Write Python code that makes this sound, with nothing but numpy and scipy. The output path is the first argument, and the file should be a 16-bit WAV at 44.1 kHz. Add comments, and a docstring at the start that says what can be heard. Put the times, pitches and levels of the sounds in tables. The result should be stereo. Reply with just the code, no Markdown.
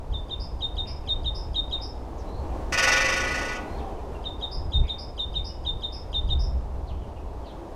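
"""Light wind rumbles on the microphone throughout, over distant traffic and the calls of far birds.
From the start a small bird on the right repeats two nearly pure whistles and a frequency-modulated buzz.
At 2.7 s, as the traffic swells, a woodpecker drums one quickening, weakening roll on the ironwork atop
a concrete power-line pole: each impact excites a dense clatter and the iron's ringing modes.
Faint drones rise from the fading traffic, and from 4.3 s the small bird sings again amid stronger gusts."""
import sys
import numpy as np
from scipy import signal
from scipy.fft import rfft, irfft
from scipy.io import wavfile
from scipy.ndimage import uniform_filter1d, map_coordinates

SR = 44100
rng = np.random.default_rng(int(sys.argv[2]) if len(sys.argv) > 2 else 0)


def transcribe(u):
    """Save the signal u as a 16-bit wav file named by the first command-line argument.

    u: samples, shape (n,) or (channels, n), limited to [-1, 1]; the rate is SR.
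    q: integer samples, one column per channel.
    """
    v = np.clip(np.atleast_2d(u).T, -1, 1)
    q = np.round(v * 32767).astype(np.int16)
    wavfile.write(sys.argv[1], SR, q)


N = 341775
TIME = np.arange(N) / SR

def gain_of(db):
    """Amplitude ratio of a level in decibels."""
    return 10 ** (np.asarray(db) / 20)

def unit_rms(x):
    """Normalisation to unit mean power."""
    return x / np.sqrt(np.mean(x ** 2) + 1e-20)

def at_frequency(table, hz):
    """Interpolation on a logarithmic frequency axis."""
    table_hz, value = np.transpose(table)
    return np.interp(np.log(hz + 1), np.log(table_hz + 1), value)

def add(mix, start_s, sound):
    """Superposition of a sound on a mix, in place."""
    part = mix[max(round(start_s * SR), 0):][:len(sound)]
    part += sound[:len(part)]

def bell(t, centre, width):
    """Gaussian pulse: 1 at the centre, 1/e one width away."""
    return np.exp(-((t - centre) / width) ** 2)

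def coloured(x, spectrum):
    """Spectral shaping by a table of levels, at unit rms."""
    size = x.shape[-1]
    response = gain_of(at_frequency(spectrum, np.fft.rfftfreq(size, 1 / SR)))
    return unit_rms(irfft(rfft(x) * response, size))

def noise_pair(size, correlation):
    """Partially correlated white noise at the two microphone ports."""
    a, b = rng.standard_normal((2, size))
    return np.array([a, correlation * a + np.sqrt(1 - correlation ** 2) * b])

def wander(size, hz):
    """Random fluctuation: low-pass noise of about unit rms."""
    span = max(size, SR // 2)
    rolloff = 1 + (np.fft.rfftfreq(span, 1 / SR) / hz) ** 4
    return unit_rms(irfft(rfft(rng.standard_normal(span)) / rolloff, span))[:size]

def panned(left_db):
    """Constant-power channel gains for a left-minus-right level difference."""
    pair = np.array([gain_of(left_db / 2), gain_of(-left_db / 2)]).reshape(2, -1)
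    return pair / np.sqrt((pair ** 2).mean(0))

# Decay among the trees. Each row: frequency in Hz, reverberation time (T60) in seconds.
TREE_DECAY = [(500, 1), (2000, 0.99), (3700, 0.42), (5200, 0.33), (12000, 0.18)]

def tree_reverb(x, correlation, onset_s=0.0061):
    """Reverberation: scattering from trunks and walls leaves a tail that decays faster in the treble."""
    hz, t, bands = signal.stft(noise_pair(SR, correlation), SR, nperseg=256)
    decay = gain_of(-60 * t / at_frequency(TREE_DECAY, hz)[:, None])
    tail = signal.istft(bands * decay * np.minimum(t / onset_s, 1), SR, nperseg=256)[1]
    return signal.fftconvolve(np.atleast_2d(x), tail / np.linalg.norm(tail[0]), axes=1)[:, :N]

# The breeze between gusts. Each row: time in seconds, level in dB.
BREEZE_LEVELS = [(0, -32), (2.9, -34.5), (4.4, -35.5), (7.3, -37.5), (7.75, -42)]
# Gusts. Each row: peak time in seconds, half-width in seconds, level in dB, left minus right in dB.
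WIND_GUSTS = [(0.144, 0.044, -27.5, -7), (.58, 0.26, -36, 17), (1.198, 0.13, -30, 16),
              (1.504, 0.1, -32, 16), (2.528, 0.19, -33.5, -34), (4.63, 0.055, -24.5, 12),
              (4.799, 0.034, -15, 0.5), (5.39, 0.091, -29, 18), (5.702, .09, -28.5, 12),
              (6.384, 0.19, -23, 15), (6.783, .24, -28.5, 22), (7.335, 0.087, -34, -20)]
# The wind's rumble. Each row: frequency in Hz, relative spectral density in dB.
WIND_SPECTRUM = [(8, -7.5), (25, -0.5), (45, -1), (65, 2.5), (90, -8), (125, -13.5), (170, -21.5),
                 (300, -35), (800, -53.5), (3000, -99.5)]

def wind(flutter_db=1.3, ceiling=0.5):
    """Turbulent pressure buffets the two ports unequally; the strongest gust saturates softly."""
    flutter = flutter_db * np.array([wander(N, hz=5), wander(N, hz=3.6)])
    breeze_db = np.interp(TIME, *np.transpose(BREEZE_LEVELS)) + flutter
    power = (gain_of(breeze_db) * panned(left_db=3)) ** 2
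    for peak_s, width_s, db, left_db in WIND_GUSTS:
        power += (gain_of(db) * panned(left_db)) ** 2 * bell(TIME, peak_s, width_s)
    eddies = coloured(noise_pair(N, correlation=0.59), WIND_SPECTRUM)
    return ceiling * np.tanh(np.sqrt(power) * eddies / ceiling)

# Vehicles. Each row: closest approach in seconds, time to half power in seconds, relative level in dB.
VEHICLE_PASSES = [(.7, 1, -46.5), (3.25, 0.8, -35.5), (6.501, 0.76, -45.5), (7.7, 0.28, -42)]

def road_level(steady_db=-45, steepness=3.18):
    """Incoherent sources add in power: passing vehicles over a steady roar, as a relative level in dB."""
    passing = sum(gain_of(db) ** 2 / (1 + abs((TIME - nearest_s) / half_s) ** steepness)
                  for nearest_s, half_s, db in VEHICLE_PASSES)
    return 10 * np.log10(gain_of(steady_db) ** 2 + passing)

# The far road's roar and the air's hiss. Each row: frequency in Hz, relative spectral density in dB.
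ROAR_SPECTRUM = [(60, 7), (150, -2.5), (300, 2), (500, 0.5), (900, -1), (1100, -7.5), (1400, -17.5),
                 (2000, -29.5), (4000, -30.5), (9000, -62)]
AIR_SPECTRUM = [(100, -3.5), (1500, 2), (3000, -1.5), (5000, -3.5), (8000, -10.5), (11000, -13.5),
                (15000, -21)]

def traffic(roar_db=1, tyres_db=-17, brightening=1.65, hiss_db=-60, lag_samples=4):
    """Broadband road noise, slightly left: the tyres' treble grows faster than the roar, over air hiss."""
    road_db = road_level()
    peak_db = road_db.max()
    level_db = road_db + 0.5 * wander(N, hz=7.9)
    roar = coloured(noise_pair(N, correlation=0.87), ROAR_SPECTRUM)
    left, right = gain_of(level_db + roar_db) * roar * panned(left_db=1.2)
    tyre_spectrum = [(400, -26), (1100, -12), (1600, -8.5), (2500, -16), (6000, -21), (15000, -35.5)]
    tyres = coloured(noise_pair(N, correlation=0.26), tyre_spectrum)
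    tyres *= gain_of(peak_db + tyres_db + brightening * (level_db - peak_db))
    hiss = gain_of(hiss_db) * coloured(noise_pair(N, correlation=0.067), AIR_SPECTRUM)
    return np.array([left, np.roll(right, lag_samples)]) + tyres + hiss

# Hums in the traffic. Each row: start in seconds, duration in seconds, frequency in Hz, peak level in dB.
TRAFFIC_DRONES = [(3.548, 0.58, 777, -44), (3.647, 0.71, 409, -47), (7.441, 0.37, 337, -46.5)]

def drones(waver_hz=25):
    """Narrow-band noise: random amplitude and phase turn a tone into a wavering hum."""
    hums = np.zeros(N)
    for start_s, length_s, hz, db in TRAFFIC_DRONES:
        t = np.arange(0, length_s, 1 / SR)
        waver = wander(len(t), waver_hz) + 1j * wander(len(t), waver_hz)
        hum = unit_rms((waver * np.exp(2j * np.pi * hz * t)).real)
        add(hums, start_s, gain_of(db) * np.hanning(len(t)) * hum)
    return hums

def faint_chirps(count=12, length_s=0.062, low_hz=2380, high_hz=4030, fall=0.31, db=-61, roughness=0.35):
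    """Downward frequency sweeps at random times and pitches, as rows like those of DISTANT_CALLS."""
    offset, height = rng.random((count, 2)).T
    starts = (np.arange(count) + offset) / count * TIME[-1]
    pitches = low_hz + (high_hz - low_hz) * height
    return [(s, length_s, hz, hz * (1 - fall), db, roughness) for s, hz in zip(starts, pitches)]

# The clearest far calls. Each row: start in seconds, duration in seconds, first and last pitch in Hz,
# level in dB, roughness from 0 to 1.
DISTANT_CALLS = [(0.843, .086, 2730, 2396, -54, 1), (2.172, 0.065, 6620, 4550, -57, 0.66),
                 (2.237, .21, 3850, 4430, -59, 0.23), (3.662, 0.13, 4120, 4250, -59, 0.1),
                 (3.775, 0.048, 4410, 2560, -52, 0.7), (4.144, 0.031, 2765, 2710, -52.5, 0.2),
                 (4.823, 0.073, 2210, 2360, -52.5, 0.8), (5.491, 0.031, 2840, 3010, -55, 0),
                 (6.867, 0.063, 4920, 2110, -53.5, .4), (7.157, .033, 2890, 2480, -56.5, 0.4),
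                 (7.449, 0.077, 4670, 3010, -52.5, .5)]

def far_birds(jitter=0.14, reverb_db=-3):
    """Glides roughened by random frequency modulation and blurred by reverberation."""
    calls = np.zeros(N)
    for start_s, length_s, first_hz, last_hz, db, roughness in DISTANT_CALLS + faint_chirps():
        size = int(length_s * SR)
        pitch = np.linspace(first_hz, last_hz, size) * (1 + jitter * roughness * wander(size, hz=503))
        phase = 2 * np.pi * np.cumsum(pitch) / SR
        add(calls, start_s, gain_of(db) * signal.windows.tukey(size, 0.5) * np.sin(phase))
    return calls + gain_of(reverb_db) * tree_reverb(calls, correlation=0.39)

def whistle(db, hz, length_s):
    """A tick, a raspy lead-in, then a flip at t = 0 to a weakly harmonic tone. Returns (start, sound)."""
    tick_before_s, tick_width_s, tick_hz, tick_db = 0.021, 0.0035, 4850, -21.5
    lead_s, lead_glide_hz, lead_db, rasp_jitter = 0.012, [3400, 2967], -14, 0.03
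    flip_s, overshoot_hz, settle_s, sag_hz_per_s, jitter = 0.0025, 330, 0.0057, 560, 0.0065
    attack_s, hold_s, fade_db_per_s, release_s = 0.0031, 0.031, 220, 0.0094
    t = np.arange(-tick_before_s - 2 * tick_width_s, length_s + 0.03, 1 / SR)
    age = np.maximum(t, 0)
    voiced = np.clip((t + lead_s) / flip_s + 1, 0, 1)
    flipped = np.clip(t / flip_s + 1, 0, 1)

    lead_hz = np.interp(t, [-lead_s, -flip_s], lead_glide_hz)
    note_hz = hz + overshoot_hz * np.exp(-age / settle_s) - sag_hz_per_s * (age - hold_s)
    pitch = np.where(voiced > 0, lead_hz + flipped * (note_hz - lead_hz), tick_hz)
    pitch *= 1 + (jitter + rasp_jitter * (1 - flipped)) * wander(len(t), hz=503)
    phase = 2 * np.pi * np.cumsum(pitch) / SR
    harmonics_db = [0, -19 - 19 * flipped, -45, -57]  # the octave is stronger in the lead-in
    tone = sum(gain_of(level) * np.sin(k * phase) for k, level in enumerate(harmonics_db, 1))

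    swell = gain_of(lead_db) * voiced + (1 - gain_of(lead_db)) * (1 - np.exp(-age / attack_s))
    fade = gain_of(-fade_db_per_s * np.maximum(t - hold_s, 0))
    release = bell(np.maximum(t - length_s + release_s, 0), 0, release_s)
    tick = gain_of(tick_db) * bell(t, -tick_before_s, tick_width_s)
    return t[0], gain_of(db) * (swell * fade * release + tick) * tone

def buzz(db, hz, trill_hz=240, swing_hz=170, rough_hz=60, depth=0.57, scoop_hz=260, scoop_s=0.0117):
    """Rapid frequency and amplitude modulation spread sidebands about a high, upward-scooping note."""
    t = np.arange(0, 0.075, 1 / SR)
    trill = 2 * np.pi * np.cumsum(trill_hz * (1 + 0.057 * wander(len(t), hz=80))) / SR
    carrier_hz = hz - scoop_hz * np.exp(-t / scoop_s)
    pitch = carrier_hz + swing_hz * np.sin(trill) + rough_hz * wander(len(t), hz=500)
    phase = 2 * np.pi * np.cumsum(pitch) / SR
    envelope = np.interp(t, [0, 0.016, 0.05, t[-1]], [0.2, 0.7, 0.32, 0.14])
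    envelope *= signal.windows.tukey(len(t), 0.18) * (1 + depth * np.cos(trill))
    return gain_of(db) * envelope * (np.sin(phase) + gain_of(-38) * np.sin(2 * phase))

# Two songs, each a list of phrases. Each row: first whistle's onset in seconds, interval to the second
# in seconds, relative level in dB, whistle pitch in Hz.
SONG_PHRASES = [
    [(.138, 0.17, -23.5, 3600), (.62, 0.16, -22, 3648), (1.087, 0.17, -21, 3660),
     (1.557, .167, -19.5, 3667)],
    [(4.254, .170, -20.5, 3642), (4.733, 0.16, -21.5, 3632), (5.191, .163, -21, 3630),
     (5.663, 0.17, -22, 3631), (6.142, 0.16, -21, 3624)],
]

def phrases(whistle_db=-2.5, stray_hz=12, soft_start_db=-6, warm_up_s=0.15):
    """Repetition of whistle, whistle, buzz, each song opening softly. Returns (whistles, buzzes)."""
    first_length_s, second_length_s, second_db = 0.052, 0.039, -1
    buzz_db, buzz_after_s, buzz_hz, climb_hz_per_s = -4.5, 0.087, 5098, 98.3
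    whistles, buzzes = np.zeros((2, N))
    for song in SONG_PHRASES:
        opening_s = song[0][0]
        for start_s, gap_s, db, hz in song:
            notes = [(start_s, first_length_s, 0), (start_s + gap_s, second_length_s, second_db)]
            for onset_s, length_s, accent_db in notes:
                effort_db = db + accent_db + soft_start_db * np.exp((opening_s - onset_s) / warm_up_s)
                pitch = hz + stray_hz * rng.standard_normal()
                offset_s, note = whistle(whistle_db + effort_db, pitch, length_s)
                add(whistles, onset_s + offset_s, note)
            buzz_pitch = buzz_hz + climb_hz_per_s * (start_s - opening_s)
            add(buzzes, start_s + gap_s + buzz_after_s, buzz(db + buzz_db, buzz_pitch))
    return whistles, buzzes

# Echoes from near surfaces. Each row: delay in seconds, level relative to the direct sound in dB.
EARLY_REFLECTIONS = [(.009, -7), (.024, -10), (.041, -17.5)]

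def songbird(whistle_reverb_db=-10.5, buzz_reverb_db=-7, port_lag_s=0.000286):
    """Level and arrival-time differences place the song on the right; reflections interfere with it."""
    whistles, buzzes = phrases()
    direct = whistles * panned(left_db=-10.5) + buzzes * panned(left_db=-4.5)
    song = direct.copy()
    for delay_s, db in EARLY_REFLECTIONS:
        emitted_s = TIME - delay_s - 0.0001 * wander(N, hz=1.5)  # the bird shifts on its twig
        song += gain_of(db) * np.array([map_coordinates(side, [emitted_s * SR]) for side in direct])
    song[0] = map_coordinates(song[0], [(TIME - port_lag_s) * SR])
    scattered = gain_of(whistle_reverb_db) * whistles + gain_of(buzz_reverb_db) * buzzes
    return song + tree_reverb(scattered, correlation=0.033)

# The bill's force, which tires and gives one late push. Each row: time in seconds, relative level in dB.
BILL_FORCE = [(2.723, -3.5), (2.79, 1), (2.92, -1), (3.0, -4.5), (3.12, -5), (3.22, -11), (3.305, -13),
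              (3.345, -11), (3.55, -19.5)]

def roll(start_s=2.723, count=22, first_gap_s=0.05205, last_gap_s=0.03291, settle_blows=6.75):
    """An impulse train whose gaps shrink exponentially to a limit. Returns times and strengths in dB."""
    gaps = last_gap_s + (first_gap_s - last_gap_s) * np.exp(-np.arange(count - 1) / settle_blows)
    times = start_s + np.append(0, np.cumsum(gaps))
    return times, np.interp(times, *np.transpose(BILL_FORCE)) + 0.3 * rng.standard_normal(count)

# Ringing modes of the iron. Each row: frequency in Hz, relative rms level over the roll in dB.
IRON_MODES = [(532, -43.5), (1129, -43.5), (1249, -45), (1460, -42.5), (1475, -37.5), (1733, -44.5),
              (1826, -38.5), (1856, -56), (1962, -43.5), (1984, -35), (2243, -54), (2373, -47), (2515, -51),
              (2711, -51), (2733, -61), (2960, -66), (3101, -74), (3300, -52.5), (3631, -48.5), (4400, -55),
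              (4570, -52), (4759, -50.5), (4979, -49), (5160, -61), (5360, -64), (5490, -58), (5740, -61),
              (5950, -46.5), (6470, -60)]

def ringing(times, strengths_db, bass_t60=0.54, build_s=0.0018, scatter_rad=1.52, port_spread_rad=0.48):
    """Modal resonance: each blow feeds damped modes; soft blows touch longer and excite less treble."""
    t = np.arange(times[0], times[-1] + 1, 1 / SR)
    age = np.arange(SR // 2) / SR
    blow_samples = np.round((times - times[0]) * SR).astype(int)
    ring = np.zeros((2, len(t)))
    for hz, db in IRON_MODES:
        force_exponent = np.interp(hz, [2000, 5000], [0.81, 1.46])
        phases = scatter_rad * rng.standard_normal(len(times))
        kicks = np.zeros(len(t), complex)
        kicks[blow_samples] = gain_of(force_exponent * strengths_db) * np.exp(1j * phases)
        t60 = bass_t60 * min(1, (2000 / hz) ** 0.53)
        envelope = gain_of(-60 * age / t60) * (1 - np.exp(-age / build_s))
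        mode = signal.fftconvolve(kicks, envelope)[:len(t)] * np.exp(2j * np.pi * (hz * t + rng.random()))
        ports = np.exp(1j * port_spread_rad * rng.standard_normal((2, 1)))  # each mode radiates its own way
        ring += gain_of(db) * unit_rms((mode * ports).real)
    return ring * np.sqrt(len(t) / SR / (times[-1] - times[0]))

# The iron's dense, quickly damped modes. Each row: frequency in Hz, relative spectral density in dB.
CLATTER_SPECTRUM = [(250, -46), (520, -7), (950, -3), (1350, -5), (1640, -4.5), (1900, 0.5), (2450, 0),
                    (3600, -9), (3950, -10), (4600, -7), (6100, -7), (6900, -13), (11500, -21),
                    (13000, -31), (15000, -36)]

def clatter(swell_s=0.011, hold_s=0.022, body_t60=0.18, treble_t60=0.085, tail_db=-15, tail_t60=0.3):
    """Impulse response: flexural waves build up in the iron, then drain into the pole, treble first."""
    crowd_db, crowd_width_hz, spot_db, crossover_hz = 6, 40, 4, 4200
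    t = np.arange(SR // 2) / SR
    hz = np.fft.rfftfreq(len(t), 1 / SR)
    # Energy gathers about the ringing modes, and each spot struck favours other bands.
    crowding = np.max([1 / (1 + ((hz - mode_hz) / crowd_width_hz) ** 2) for mode_hz, _ in IRON_MODES], 0)
    spot = unit_rms(uniform_filter1d(rng.standard_normal(len(hz)), size=350))
    spectrum = rfft(noise_pair(len(t), correlation=0.91)) * gain_of(crowd_db * crowding + spot_db * spot)
    waves = coloured(irfft(spectrum, len(t)), CLATTER_SPECTRUM)
    body = irfft(rfft(waves) / (1 + (hz / crossover_hz) ** 6), len(t))
    treble = waves - body
    age = np.maximum(t - hold_s, 0)
    body_decay = np.hypot(gain_of(-60 * age / body_t60), gain_of(tail_db - 60 * t / tail_t60))
    swell = np.minimum(0.45 + 0.55 * t / swell_s, 1)
    return swell * (body * body_decay + treble * gain_of(-60 * age / treble_t60))

def woodpecker(clatter_db=-21.5, variation=0.66, ring_db=-3, reverb_db=-10):
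    """Impact excitation: the clatter of successive blows superposes on the ringing of the iron."""
    impulses, ring, varied = np.zeros(N), np.zeros((2, N)), np.zeros((2, N))
    times, strengths_db = roll()
    for blow_s, db in zip(times, strengths_db):
        add(impulses, blow_s, gain_of([db]))
        for channel, sound in zip(varied, clatter()):  # the bill never lands on quite the same spot
            add(channel, blow_s, gain_of(db) * sound)
    repeated = signal.fftconvolve(impulses[None], clatter(), axes=1)[:, :N]
    drumming = variation * varied + np.sqrt(1 - variation ** 2) * repeated
    drumming *= gain_of(clatter_db) * panned(left_db=1)
    for channel, sound in zip(ring, ringing(times, strengths_db)):
        add(channel, times[0], sound)
    ring *= gain_of(ring_db) * panned(left_db=4)
    return drumming + ring + gain_of(reverb_db) * tree_reverb(drumming, correlation=1)

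def scene():
    """Linear superposition of the birds and the outdoor background."""
    return woodpecker() + songbird() + far_birds() + traffic() + drones() + wind()

def record(dry, cutoff_hz=15700):
    """Band limiting by a linear-phase low-pass filter."""
    lowpass = signal.firwin(511, cutoff_hz, window=("kaiser", 9), fs=SR)
    return signal.oaconvolve(dry, lowpass[None], "same")

dry = scene()
out = record(dry)
transcribe(out)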